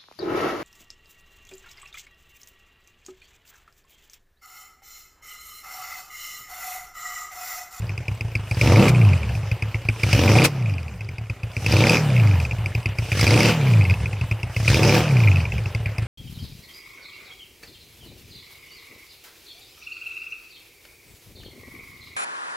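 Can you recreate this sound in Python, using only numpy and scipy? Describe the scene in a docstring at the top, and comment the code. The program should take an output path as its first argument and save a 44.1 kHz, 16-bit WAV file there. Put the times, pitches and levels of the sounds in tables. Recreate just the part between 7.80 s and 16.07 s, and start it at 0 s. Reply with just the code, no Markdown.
"""Four-cylinder motorcycle, throttle blips

Four pipes stand close to a stereo listener; five blips rise from a lumpy idle. Each firing booms in the
silencer; the nearest pipe chirps once a cycle by a jet whistling in its outlet. Gas roars in the pipes and
hisses at the outlets, the valve gear ticks, opening slides suck air. Unburnt gas pops twice near a shutting
throttle. The level starts low and climbs; after the second blip it drops suddenly and climbs back."""
import sys
import numpy as np
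from scipy import signal
from scipy.io import wavfile
from scipy.ndimage import uniform_filter1d

SR = 44100
rng = np.random.default_rng(int(sys.argv[2]) if len(sys.argv) > 2 else 0)


def boost(x):
    """Linear amplitude factor 10**(x/20) for a level x in decibels (scalar or array-like)."""
    u = np.asarray(x, float) / 20
    return 10 ** u


def generate_wav(signal):
    """Clip the signal to [-1, 1] and save it as 16-bit WAV at the path in sys.argv[1]."""
    frames = np.transpose(np.atleast_2d(signal))
    scaled = np.clip(frames, -1, 1) * 32767
    pcm = np.round(scaled).astype(np.int16)
    wavfile.write(sys.argv[1], SR, pcm)


N = 364707
T = np.arange(N) / SR

# throttle blips, the first shut before t = 0: grip turns t/s, speed climbs t/s, grip shuts t/s,
# nominal crest speed/rpm, boom and roar offset/dB, hiss offset/dB
BLIPS = [(-1, -.92, -.55, 4400, 0, 0), (.68, .72, 1.05, 4050, 2.5, -1.5),
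         (2.13, 2.215, 2.645, 4250, .5, -.7), (3.74, 3.77, 4.15, 4900, -1.2, -.7),
         (5.2, 5.30, 5.69, 4800, -1, 1), (6.72, 6.80, 7.185, 4750, 0, .5)]
# nearest-pipe firings: t/s, chirp level/dB, chirp f/Hz, upper-ring gain re chirp/dB
NEAR_FIRINGS = [(0.0214, -34, 2550, -20), (0.0942, -23, 2500, -18), (0.1785, -22, 2560, -15),
                (0.2823, -18, 2370, -19), (0.4095, -17, 2530, -17), (0.5531, -14, 2400, -18),
                (0.7118, -17, 2490, -15), (0.8131, -7, 2430, -17), (0.9941, -15, 2680, -21),
                (1.0824, -11, 2360, -16), (1.1478, -17, 2500, -22), (1.2141, -19, 2430, -26),
                (1.2501, -22, 2480, -16), (1.2895, -23, 2470, -14), (1.3329, -17, 2490, -21),
                (1.3774, -28, 2580, -15), (1.4316, -22, 2430, -23), (1.492, -25, 2650, -22),
                (1.5514, -24, 2470, -17), (1.6317, -32, 2560, -21), (1.715, -19, 2550, -17),
                (1.8238, -17, 2530, -17), (1.9455, -16, 2220, -25), (2.0877, -8, 2400, -22),
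                (2.2338, -9, 2380, -15), (2.3296, -7, 2540, -13), (2.3905, -17, 2500, -18),
                (2.4359, -16, 2410, -16), (2.4788, -12, 2430, -21), (2.5162, -17, 2440, -14),
                (2.5531, -14, 2440, -17), (2.6484, -13, 2570, -10), (2.6784, -31, 2550, -13),
                (2.8589, -24, 2540, -22), (2.9826, -23, 2540, -25), (3.1393, -38, 2540, -18),
                (3.2081, -26, 2570, -19), (3.2884, -26, 2430, -17), (3.3832, -25, 2560, -16),
                (3.4984, -20, 2540, -20), (3.6331, -24, 2540, -18), (3.7673, -16, 2370, -19),
                (3.8636, -8, 2570, -16), (3.9235, -14, 2450, -7), (3.9674, -12, 2460, -12),
                (4.0687, -11, 2560, -11), (4.1694, -11, 2480, -15), (4.3655, -16, 2540, -22),
                (4.3989, -16, 2440, -22), (4.5126, -21, 2370, -20), (4.6513, -18, 2540, -19),
                (4.7117, -18, 2490, -25), (4.784, -35, 2580, -15), (4.8599, -14, 2390, -20),
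                (4.9506, -16, 2500, -15), (5.0584, -12, 2590, -20), (5.1861, -16, 2430, -14),
                (5.3193, -11, 2440, -20), (5.4111, -14, 2380, -3), (5.467, -9, 2440, -13),
                (5.5064, -15, 2230, -8), (5.5418, -13, 2510, -10), (5.5757, -12, 2520, -13),
                (5.6042, -10, 2340, -10), (5.6311, -15, 2690, -5), (5.6565, -13, 2700, -9),
                (5.6844, -18, 2510, -17), (5.8117, -23, 2380, -20), (5.8706, -21, 2420, -20),
                (5.9015, -26, 2510, -14), (5.9359, -19, 2430, -19), (6.0102, -16, 2520, -30),
                (6.0521, -17, 2620, -27), (6.0985, -13, 2540, -21), (6.1399, -20, 2610, -20),
                (6.2028, -28, 2550, -18), (6.2577, -17, 2520, -26), (6.3295, -24, 2640, -20),
                (6.4123, -21, 2640, -18), (6.5131, -15, 2510, -20), (6.6318, -18, 2640, -17),
                (6.7645, -15, 2640, -18), (6.8793, -7, 2490, -20), (6.9446, -9, 2420, -11),
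                (7.0319, -12, 2560, -8), (7.0943, -10, 2400, -14), (7.2804, -20, 2560, -21),
                (7.3083, -21, 2460, -20), (7.3687, -15, 2490, -20), (7.4026, -17, 2520, -18),
                (7.437, -18, 2370, -20), (7.4749, -12, 2370, -26), (7.5158, -16, 2530, -25),
                (7.5592, -15, 2590, -21), (7.6026, -21, 2580, -22), (7.654, -19, 2440, -23),
                (7.7214, -19, 2650, -28), (7.7812, -22, 2450, -19), (7.8585, -21, 2630, -22),
                (7.9488, -18, 2630, -14), (8.0596, -19, 2380, -22), (8.1828, -19, 2560, -12)]
# level by crank speed, throttle shut: speed/rpm, boom level/dB, roar level/dB, hiss level/dB, chirp level/dB
SHUT_LEVELS = [(800, -25.5, -43.5, -51.5, -22), (2000, -23.5, -40.5, -50, -24),
               (2550, -20.5, -37.5, -46.5, -22), (2950, -14.5, -35, -44.5, -24), (3700, -15, -33, -43, -28),
               (4800, -20.5, -31, -41, -37)]
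# the same, throttle open: speed/rpm, boom level/dB, roar level/dB, hiss level/dB, chirp level/dB
OPEN_LEVELS = [(800, -17.5, -34, -40, -12), (1700, -16, -28.5, -35, -13), (2900, -16, -21, -36.5, -13),
               (3800, -18, -19, -36, -13), (4900, -22.5, -19.5, -34.5, -13)]
# sudden level drops: t/s, depth/dB, recovered t/s
LEVEL_DROPS = [(-.3, -4, .8), (2.66, -8.5, 3.95)]
# stereo width of the gas noise: f/Hz, side re mid/dB
NOISE_WIDTH = [(60, -34), (150, -32), (380, -26), (950, -22), (2380, -21), (5980, -4), (15000, -1)]
# treble loss of slow gas: f/Hz, gain/dB
SLOW_GAS_DULLING = [(2500, 0), (3500, -5), (5500, -8), (7000, -3), (9000, 0)]
# whistles at the throttle slides: f/Hz, level/dB, t60/s
SLIDE_WHISTLES = [(5400, -8, .015), (5950, -8, .015), (8600, -17, .01)]
# afterfire: t/s, relative level/dB, t60/s
AFTERFIRES = [(1.077, -26, .05), (2.638, -13.5, .05)]
# outlet jet noise spectrum: f/Hz, relative level per Hz/dB
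HISS_SPECTRUM = [(760, -58), (1300, -12.5), (2010, -10), (2550, -4), (2860, -10), (3200, -10.5),
                 (4030, -19), (4850, -5), (5670, -17), (7000, -23), (9920, -26), (10800, -30),
                 (13000, -24.5), (15500, -38)]
# pipe turbulence spectrum: f/Hz, relative level per Hz/dB
ROAR_SPECTRUM = [(110, -27), (180, -12), (264, -12), (329, -13), (400, -8), (562, -8), (800, -11),
                 (1100, -14), (2000, -26), (2600, -64.5), (4400, -120)]
# pipe modes: f/Hz, level/dB, t60/s
PIPE_MODES = [(240, -5, .05), (330, -1, .065), (410, -5, .045), (490, -1.5, .06), (565, -4, .055),
              (740, -7, .045), (890, -8, .04), (1150, -14, .04)]
# nearest-pipe modes at idle: f/Hz, level/dB, t60/s
NEAR_MODES = [(345, 0, .05), (245, -4, .12), (440, -6, .03)]
# silencer modes: f/Hz, level/dB, t60/s
SILENCER_MODES = [(109.2, 3.5, .13), (67, -12.5, 0.086), (165.4, -7.5, 0.028)]
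# hum partials: multiple of the cycle rate, level throttle shut/dB, level throttle open/dB
HUM_PARTIALS = [(2, -18, -3), (3, -19, -6), (4, 0, -2), (5, -14, -7), (6, -13, -7), (7, -19, -9),
                (8, -17, -8), (10, -24, -9), (12, -23, -4), (14, -32, -10)]
# what the silencers pass of the hum: f/Hz, gain/dB
SILENCER_PASS = [(40, -22), (70, -10), (95, -1), (120, 0), (170, -2), (260, -6), (600, -8)]
# side partials of the chirp: f/Hz, level/dB
CHIRP_SIDES = [(2190, -8), (2650, -8)]
# upper ring of the chirp: f/Hz, level/dB
CHIRP_OVERTONES = [(4900, 0), (5340, -4), (6100, -10), (7800, -17), (8600, -18), (10010, -15)]

# speed before the listed firings re-time the crank; past its crest it falls by a factor e in COAST_S
IDLE_RPM, COAST_S, CREST_LAG_S, CLIMB_POWER = 850, .53, .07, 1.5
GRIP_OPEN_S, GRIP_SHUT_S = .17, .07
LINGER_S = .45  # fade of a blip's level offsets after the grip shuts
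DROP_POWER = 2.5  # above 1: recovers slowly at first
OVERRUN_DULLING = .6  # least share of the dulling with the throttle shut
INTAKE_DB, INTAKE_OPEN_S, INTAKE_LEAD_S = -47, .14, .06
INTAKE_LOW_HZ, INTAKE_HIGH_HZ = 3600, 9500
CHIRP_SWING_DB, CHIRP_SCATTER_DB = 2.5, 2.5  # unlisted chirps: alternate strong and weak
USUAL_CHIRP_HZ, USUAL_RING_DB = 2480, -16
SNAP_DB, SNAP_S = -13, .0022  # bright noise re upper ring; Gaussian sigma


def rms_one(x):
    """Scales to rms 1."""
    return x / np.sqrt(np.mean(x ** 2) + 1e-20)


def at_hz(points, hz):
    """Reads a spectrum on a log-frequency axis."""
    table = np.array(points)
    return np.interp(np.log(hz), np.log(table[:, 0]), table[:, 1])


def band(x, low_hz, high_hz, order=1):
    """Butterworth band-pass."""
    return signal.sosfilt(signal.butter(order, [low_hz, high_hz], "band", fs=SR, output="sos"), x)


def evened(x, window_s):
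    """Divides out the slow level, keeps the single beats."""
    size = int(window_s * SR)
    power = uniform_filter1d(uniform_filter1d(x ** 2, size), size)
    return x / np.sqrt(power + 1e-12)


def flutter(per_s):
    """Random wandering through unit-spread knots, per_s of them a second."""
    knots_s = np.arange(0, N / SR + 1, 1 / per_s)
    return np.interp(T, knots_s, rng.standard_normal(len(knots_s)))


def fading(clicks, t60_s):
    """Every click decays exponentially."""
    return signal.lfilter([1], [1, -boost(-60 / (t60_s * SR))], clicks + 1e-18)


def ring(clicks, modes):
    """Clicks set decaying sines ringing."""
    out = 0
    for hz, level_db, t60_s in modes:
        r = boost(-60 / (t60_s * SR))
        w = 2 * np.pi * hz / SR
        feed = [0, boost(level_db) * np.sin(w)]
        out = out + signal.lfilter(feed, [1, -2 * r * np.cos(w), r * r], clicks + 1e-18)
    return out


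def banded_noise(spectrum, dulling=0):
    """Third-octave bands of stereo noise, each with its level, flutter and width; rms 1."""
    low_end_hz, high_end_hz = spectrum[0][0], spectrum[-1][0]
    edges_hz = low_end_hz * 2 ** np.arange(0, np.log2(high_end_hz / low_end_hz), 1 / 3)
    white = rng.standard_normal((2, 2, N))
    out = 0
    for k, (low_hz, high_hz) in enumerate(zip(edges_hz, edges_hz[1:])):
        mid, side = band(white[k % 2], low_hz, high_hz, order=2)
        hz = np.sqrt(low_hz * high_hz)
        level_db = at_hz(spectrum, hz) + dulling * at_hz(SLOW_GAS_DULLING, hz) + 2.8 * flutter(per_s=25)
        out = out + boost(level_db) * (mid + boost(at_hz(NOISE_WIDTH, hz)) * side * [[1], [-1]])
    return rms_one(out)


def opening(start_s, rise_s, shut_s, fall_s):
    """Linear ramp 0 to 1 from start_s, back to 0 from shut_s."""
    return np.clip(np.minimum((T - start_s) / rise_s, 1 - (T - shut_s) / fall_s), 0, 1)


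def twist_grip():
    """Throttle 0-1, its boom, roar, hiss and chirp offsets/dB, and rpm: S-shaped climb, then coasting."""
    throttle, offset_db, rpm = np.zeros(N), np.zeros((4, N)), np.full(N, 1. * IDLE_RPM)
    for turns_s, climbs_s, shuts_s, top_rpm, low_db, hiss_db in BLIPS:
        throttle = throttle + opening(turns_s, GRIP_OPEN_S, shuts_s, GRIP_SHUT_S)
        blip_db = np.array([[low_db], [low_db], [hiss_db], [0]])
        offset_db = offset_db + opening(turns_s, GRIP_OPEN_S, shuts_s, LINGER_S) * blip_db
        crest_s = shuts_s + CREST_LAG_S
        progress = np.clip((T - climbs_s) / (crest_s - climbs_s), 0, 1)
        climb = IDLE_RPM + (top_rpm - IDLE_RPM) * np.sin(np.pi / 2 * progress) ** CLIMB_POWER
        coast = top_rpm * np.exp(-np.maximum(T - crest_s, 0) / COAST_S)
        rpm = np.maximum(rpm, np.where(T < crest_s, climb, coast))
    return throttle, offset_db, rpm


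def cycles_turned(rpm):
    """Engine cycles so far; uneven crank motion ends a whole cycle on each listed firing."""
    even = np.cumsum(rpm / 120 / SR)
    firing_s = np.array(NEAR_FIRINGS)[:, 0]
    passed = even[(firing_s * SR).astype(int)]
    steps = np.round(np.diff(passed, prepend=passed[0] - 1))
    whole = np.cumsum(np.maximum(steps, 1))
    return even + np.interp(T, firing_s, whole - passed)


def levels(rpm, throttle):
    """Boom, roar, hiss and chirp level/dB, blended between shut and open throttle."""
    shut_rpm, *shut = np.transpose(SHUT_LEVELS)
    open_rpm, *wide = np.transpose(OPEN_LEVELS)
    return np.array([(1 - throttle) * np.interp(rpm, shut_rpm, a) + throttle * np.interp(rpm, open_rpm, b)
                     for a, b in zip(shut, wide)])


def level_drop():
    """Level/dB falls within 30 ms and climbs back, slowly at first."""
    out_db = 0
    for start_s, depth_db, back_s in LEVEL_DROPS:
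        recovered = np.clip((T - start_s) / (back_s - start_s), 0, 1) ** DROP_POWER
        out_db = out_db + depth_db * np.clip((T - start_s) / .03, 0, 1) * (1 - recovered)
    return out_db


def firing_samples(cycles):
    """Four firings a cycle; cylinder 0 feeds the nearest pipe."""
    count = np.floor(4 * cycles).astype(int)
    at = np.flatnonzero(np.diff(count)) + 1
    return at, count[at] % 4


def chirp_levels(near, usual_db):
    """Chirps scatter round their usual level; listed firings have their own."""
    k = np.arange(len(near))
    level_db = usual_db[near] + CHIRP_SWING_DB * (-1) ** k + CHIRP_SCATTER_DB * rng.standard_normal(len(near))
    for s, db, _, _ in NEAR_FIRINGS:
        level_db[np.argmin(np.abs(near - s * SR))] = db
    return np.interp(np.arange(N), near, level_db)


def blowdown(at, cylinder, idling, throttle, chirp_db):
    """One pulse a firing: even on the overrun, ragged under load, lumpy and one-sided at idle."""
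    far_db = np.array([0, -2.5, -1.5, -3.5])[cylinder] + idling[at] * np.array([0, -6, -11, -13])[cylinder]
    # a strong firing also chirps loudly
    near_db = (cylinder == 0) * idling[at] * .2 * (chirp_db[at] + 15)
    scatter_db = 1.0 + (3.5 * idling[at] + 2.2 * throttle[at]) * np.where(cylinder == 0, .3, 1)
    size, early = rng.standard_normal((2, len(at)))
    path_s = np.array([0.0015, 0.0024, 0.00037, 0.0002])[cylinder]  # delay by outlet
    jitter_s = (.00015 + .00012 * throttle[at]) * early
    arrival = np.clip(at + ((path_s + jitter_s) * SR).astype(int), 0, N - 1)
    pulses = np.zeros(N)
    pulses[arrival] = boost(far_db + near_db + scatter_db * size)
    return pulses


def valve_gear(rpm, hiss_db, dulling):
    """Tappets and chain: random ticks, denser with speed, each ringing a few ms on the head."""
    happens = rng.random(N) < .15 * rpm / SR
    sizes = boost(7.6 * np.minimum(rng.exponential(1, N), 4)) * happens
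    pitches_hz, dealt = np.geomspace(900, 8000, 14), rng.integers(0, 14, N)
    pans = boost(rng.normal(0, 0.67, 14))
    stereo = 0
    for k, (hz, pan) in enumerate(zip(pitches_hz, pans)):
        clicks = sizes * (dealt == k) * boost(dulling * at_hz(SLOW_GAS_DULLING, hz))
        tick = ring(clicks, [(hz, at_hz(HISS_SPECTRUM, hz), .018)])
        stereo = stereo + tick * [[pan], [1 / pan]]
    return boost(hiss_db - 2.5 - 1.5 * dulling) * evened(stereo, 0.18)


def intake():
    """Air sucked past the opening slides: bright hiss with fluttering whistles."""
    flow = sum(opening(turns_s - INTAKE_LEAD_S, INTAKE_OPEN_S, shuts_s, GRIP_SHUT_S)
               for turns_s, _, shuts_s, *_ in BLIPS)
    white = rng.standard_normal((2, N))
    rush = rms_one(band(white + white[1], INTAKE_LOW_HZ, INTAKE_HIGH_HZ)) * boost(2.5 * flutter(per_s=40))
    whistles = 0
    for hz, db, t60_s in SLIDE_WHISTLES:
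        tone = rms_one(ring(white + white[0], [(hz, 0, t60_s)]))
        whistles = whistles + tone * boost(db + 6 * flutter(per_s=30))
    return boost(INTAKE_DB + level_drop()) * flow * (rush + whistles)


def pops():
    """Unburnt gas lights in the pipe: a spit of bright noise that also blows the outlet whistle."""
    burst = 0
    for s, level_db, t60_s in AFTERFIRES:
        held = (T > s) & (T < s + .018)
        shape = rms_one(fading(held * 1., t60_s)) * np.sqrt(0.0083 * SR / N)
        burst = burst + boost(level_db + 1) * shape
    white = rng.standard_normal((2, N))
    spit = rms_one(band(white + 0.5 * white[0], 700, 6500))
    whistle = rms_one(ring(white[0], [(USUAL_CHIRP_HZ, 0, .012)]))
    return burst * (spit + 0.4 * whistle)


def hiss(pulses, throttle, hiss_db, dulling):
    """Jet noise at the outlets, swelling with each firing, in sharp spits under load."""
    gust = 2.2 + evened(uniform_filter1d(fading(pulses, .08), 260), .2)
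    spits = evened(uniform_filter1d(fading(pulses ** 2, .03), 90), .1)
    swell = evened(gust + 1.1 * throttle * spits, 0.3)
    return boost(hiss_db + 7) * banded_noise(HISS_SPECTRUM, dulling) * swell


def roar(pulses, throttle, roar_db):
    """Sharp fronts ring each pipe mode with a strength of its own; turbulent gas follows them."""
    fronts = 0
    for mode in PIPE_MODES:
        strength = rng.normal(1, .4, N) + .17 * rng.standard_normal(N) * [[1], [-1]]
        fronts = fronts + ring(pulses * strength, [mode])
    fronts = evened(fronts, .2)
    # gas needs 3 ms to get going
    gust = 1.2 - throttle + evened(uniform_filter1d(fading(pulses, .05), 130), .2)
    share = .08 + 1.5 * throttle  # fronts steepen under load
    turbulence = banded_noise(ROAR_SPECTRUM) * rms_one(gust)
    return boost(roar_db) * evened(share * fronts + turbulence, 0.064)


def near_pipe(at, cylinder, idling, chirp_db):
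    """At idle the nearest pipe rings after each of its own firings."""
    near, pulses = at[cylinder == 0], np.zeros(N)
    pulses[near] = boost(chirp_db[near] - 14.5) * idling[near]
    return ring(pulses, NEAR_MODES)


def chirps(at, cylinder, chirp_db, rpm):
    """A jet whistles and snaps in the outlet for a few ms; at speed the silencer's next swing blows it again."""
    out, t = np.zeros(N + SR), np.arange(round(.03 * SR)) / SR
    draws = rng.standard_normal((len(at), 6))
    level_db = chirp_db[at] + np.array([0, -53, -26, -22])[cylinder]
    again_db = np.interp(rpm, [1200, 2500], [-17, -9])
    main_hz = USUAL_CHIRP_HZ * (1 + .03 * draws[:, 1])
    ring_db = USUAL_RING_DB + 3.5 * draws[:, 4]
    near = np.flatnonzero(cylinder == 0)
    for s, _, hz, upper_db in NEAR_FIRINGS:
        k = near[np.argmin(np.abs(at[near] - s * SR))]
        main_hz[k], ring_db[k] = hz, upper_db
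    puff = rms_one(band(rng.standard_normal(N + SR), 3000, 12000))
    snap = np.exp(-.5 * ((t - .003) / SNAP_S) ** 2)
    for i, db, hz, upper_db, draw in zip(at, level_db, main_hz, ring_db, draws):
        phase, pitch, bend, again, _, side = draw
        rise = t / (.0027 * boost(1.5 * bend))
        late = np.maximum(t - .0105 - .001 * phase, 0) / .002
        second = boost(again_db[i] + 4 * again) * late ** 2 * np.exp(2 - 2 * late)
        shape = (rise * np.exp(1 - rise)) ** 3.5 + second
        # pitch wavers, as a rule sinking first as the jet slows
        bent = 2 * np.pi * (t + .00003 * (1 + bend) * np.sin(2 * np.pi * 110 * t))
        tone = np.cos(hz * bent + phase)
        for k, (f, side_db) in enumerate(CHIRP_SIDES):
            tone = tone + boost(side_db + 3.1 * side * (-1) ** k) * np.cos(f * bent + phase * (2 + k))
        upper = 0
        for k, (f, over_db) in enumerate(CHIRP_OVERTONES):
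            upper = upper + boost(over_db) * np.cos(f * (1 + .012 * pitch) * bent + again * (2 + k))
        whistle = shape * tone / np.abs(shape * tone).max()
        bright = shape * upper + boost(SNAP_DB) * snap * puff[i:i + len(t)]
        out[i:i + len(t)] += boost(db) * (whistle + boost(upper_db) * bright)
    return out[:N]


def boom(pulses, rpm, throttle, evenness, boom_db):
    """Soft pushes ring the silencer; even firing merges into a wavering hum on cycle-rate multiples."""
    lead = round(.003 * SR)  # pressure rises just before the jet whistles
    push = band(np.roll(pulses, -lead), 52, 190, order=3)
    rung = evened(ring(push, SILENCER_MODES), .2)
    cycles = np.cumsum(rpm / 120 / SR)
    hum = 0
    for order, shut_db, open_db in HUM_PARTIALS:
        waver_db = ((1.8 if order == 4 else 4.0) + 2.5 * throttle) * flutter(per_s=18)
        level_db = shut_db + throttle * (open_db - shut_db) + at_hz(SILENCER_PASS, order * rpm / 120) + waver_db
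        phase = order * (2 * np.pi * cycles + (.07 + .12 * throttle) * flutter(per_s=22))
        hum = hum + boost(level_db) * np.sin(phase)
    hum = evened(hum, .15)
    # under load the deepest push is lost
    deepest = signal.sosfilt(signal.butter(1, 60, fs=SR, output="sos"), rung)
    rung = rung - .8 * throttle * deepest
    low = np.sqrt(evenness) * hum + np.sqrt(1 - evenness) * rung
    lag = np.gradient(low) * 1.3  # the two microphones sit a little apart
    return boost(boom_db) * (low + lag * [[1], [-1]])


def scene():
    """All engine sounds, driven by crank speed and throttle."""
    throttle, offset_db, rpm = twist_grip()
    cycles = cycles_turned(rpm)
    rpm = uniform_filter1d(np.gradient(cycles) * 120 * SR, SR // 20)
    idling = np.clip((2200 - rpm) / 1000, 0, 1)
    dulling = np.maximum(idling, OVERRUN_DULLING) * (1 - throttle)
    evenness = .93 * (1 - idling) ** 2 * (1 - throttle * np.clip(1.5 - rpm / 4000, 0, 1))
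    boom_db, roar_db, hiss_db, chirp_db = levels(rpm, throttle) + offset_db + level_drop()

    at, cylinder = firing_samples(cycles)
    chirp_db = chirp_levels(at[cylinder == 0], chirp_db)
    pulses = blowdown(at, cylinder, idling * (1 - .9 * throttle), throttle, chirp_db)

    mix = valve_gear(rpm, hiss_db, dulling) + intake() + pops()
    mix = mix + hiss(pulses, throttle, hiss_db, dulling) + roar(pulses, throttle, roar_db)
    mix = mix + near_pipe(at, cylinder, idling, chirp_db)
    chirp = np.roll(chirps(at, cylinder, chirp_db, rpm), -round(.0018 * SR))
    # off ground and frame, one delay a channel
    bounce = np.array([np.roll(chirp, round(delay_s * SR)) for delay_s in (0.0037, 0.0009)])
    mix = mix + chirp + boost(-19) * bounce
    return mix + boom(pulses, rpm, throttle, evenness, boom_db)


def low_pass(x):
    """Removes everything above the highest recorded frequency."""
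    return signal.sosfilt(signal.butter(12, 16250, fs=SR, output="sos"), x)


def record(dry):
    """Rounds the peaks, cuts deep bass and top."""
    rounded = 1.229 * np.tanh(dry / 1.158)
    return low_pass(band(rounded, 22, 15000, order=2))


dry = scene()
out = record(dry)
generate_wav(out)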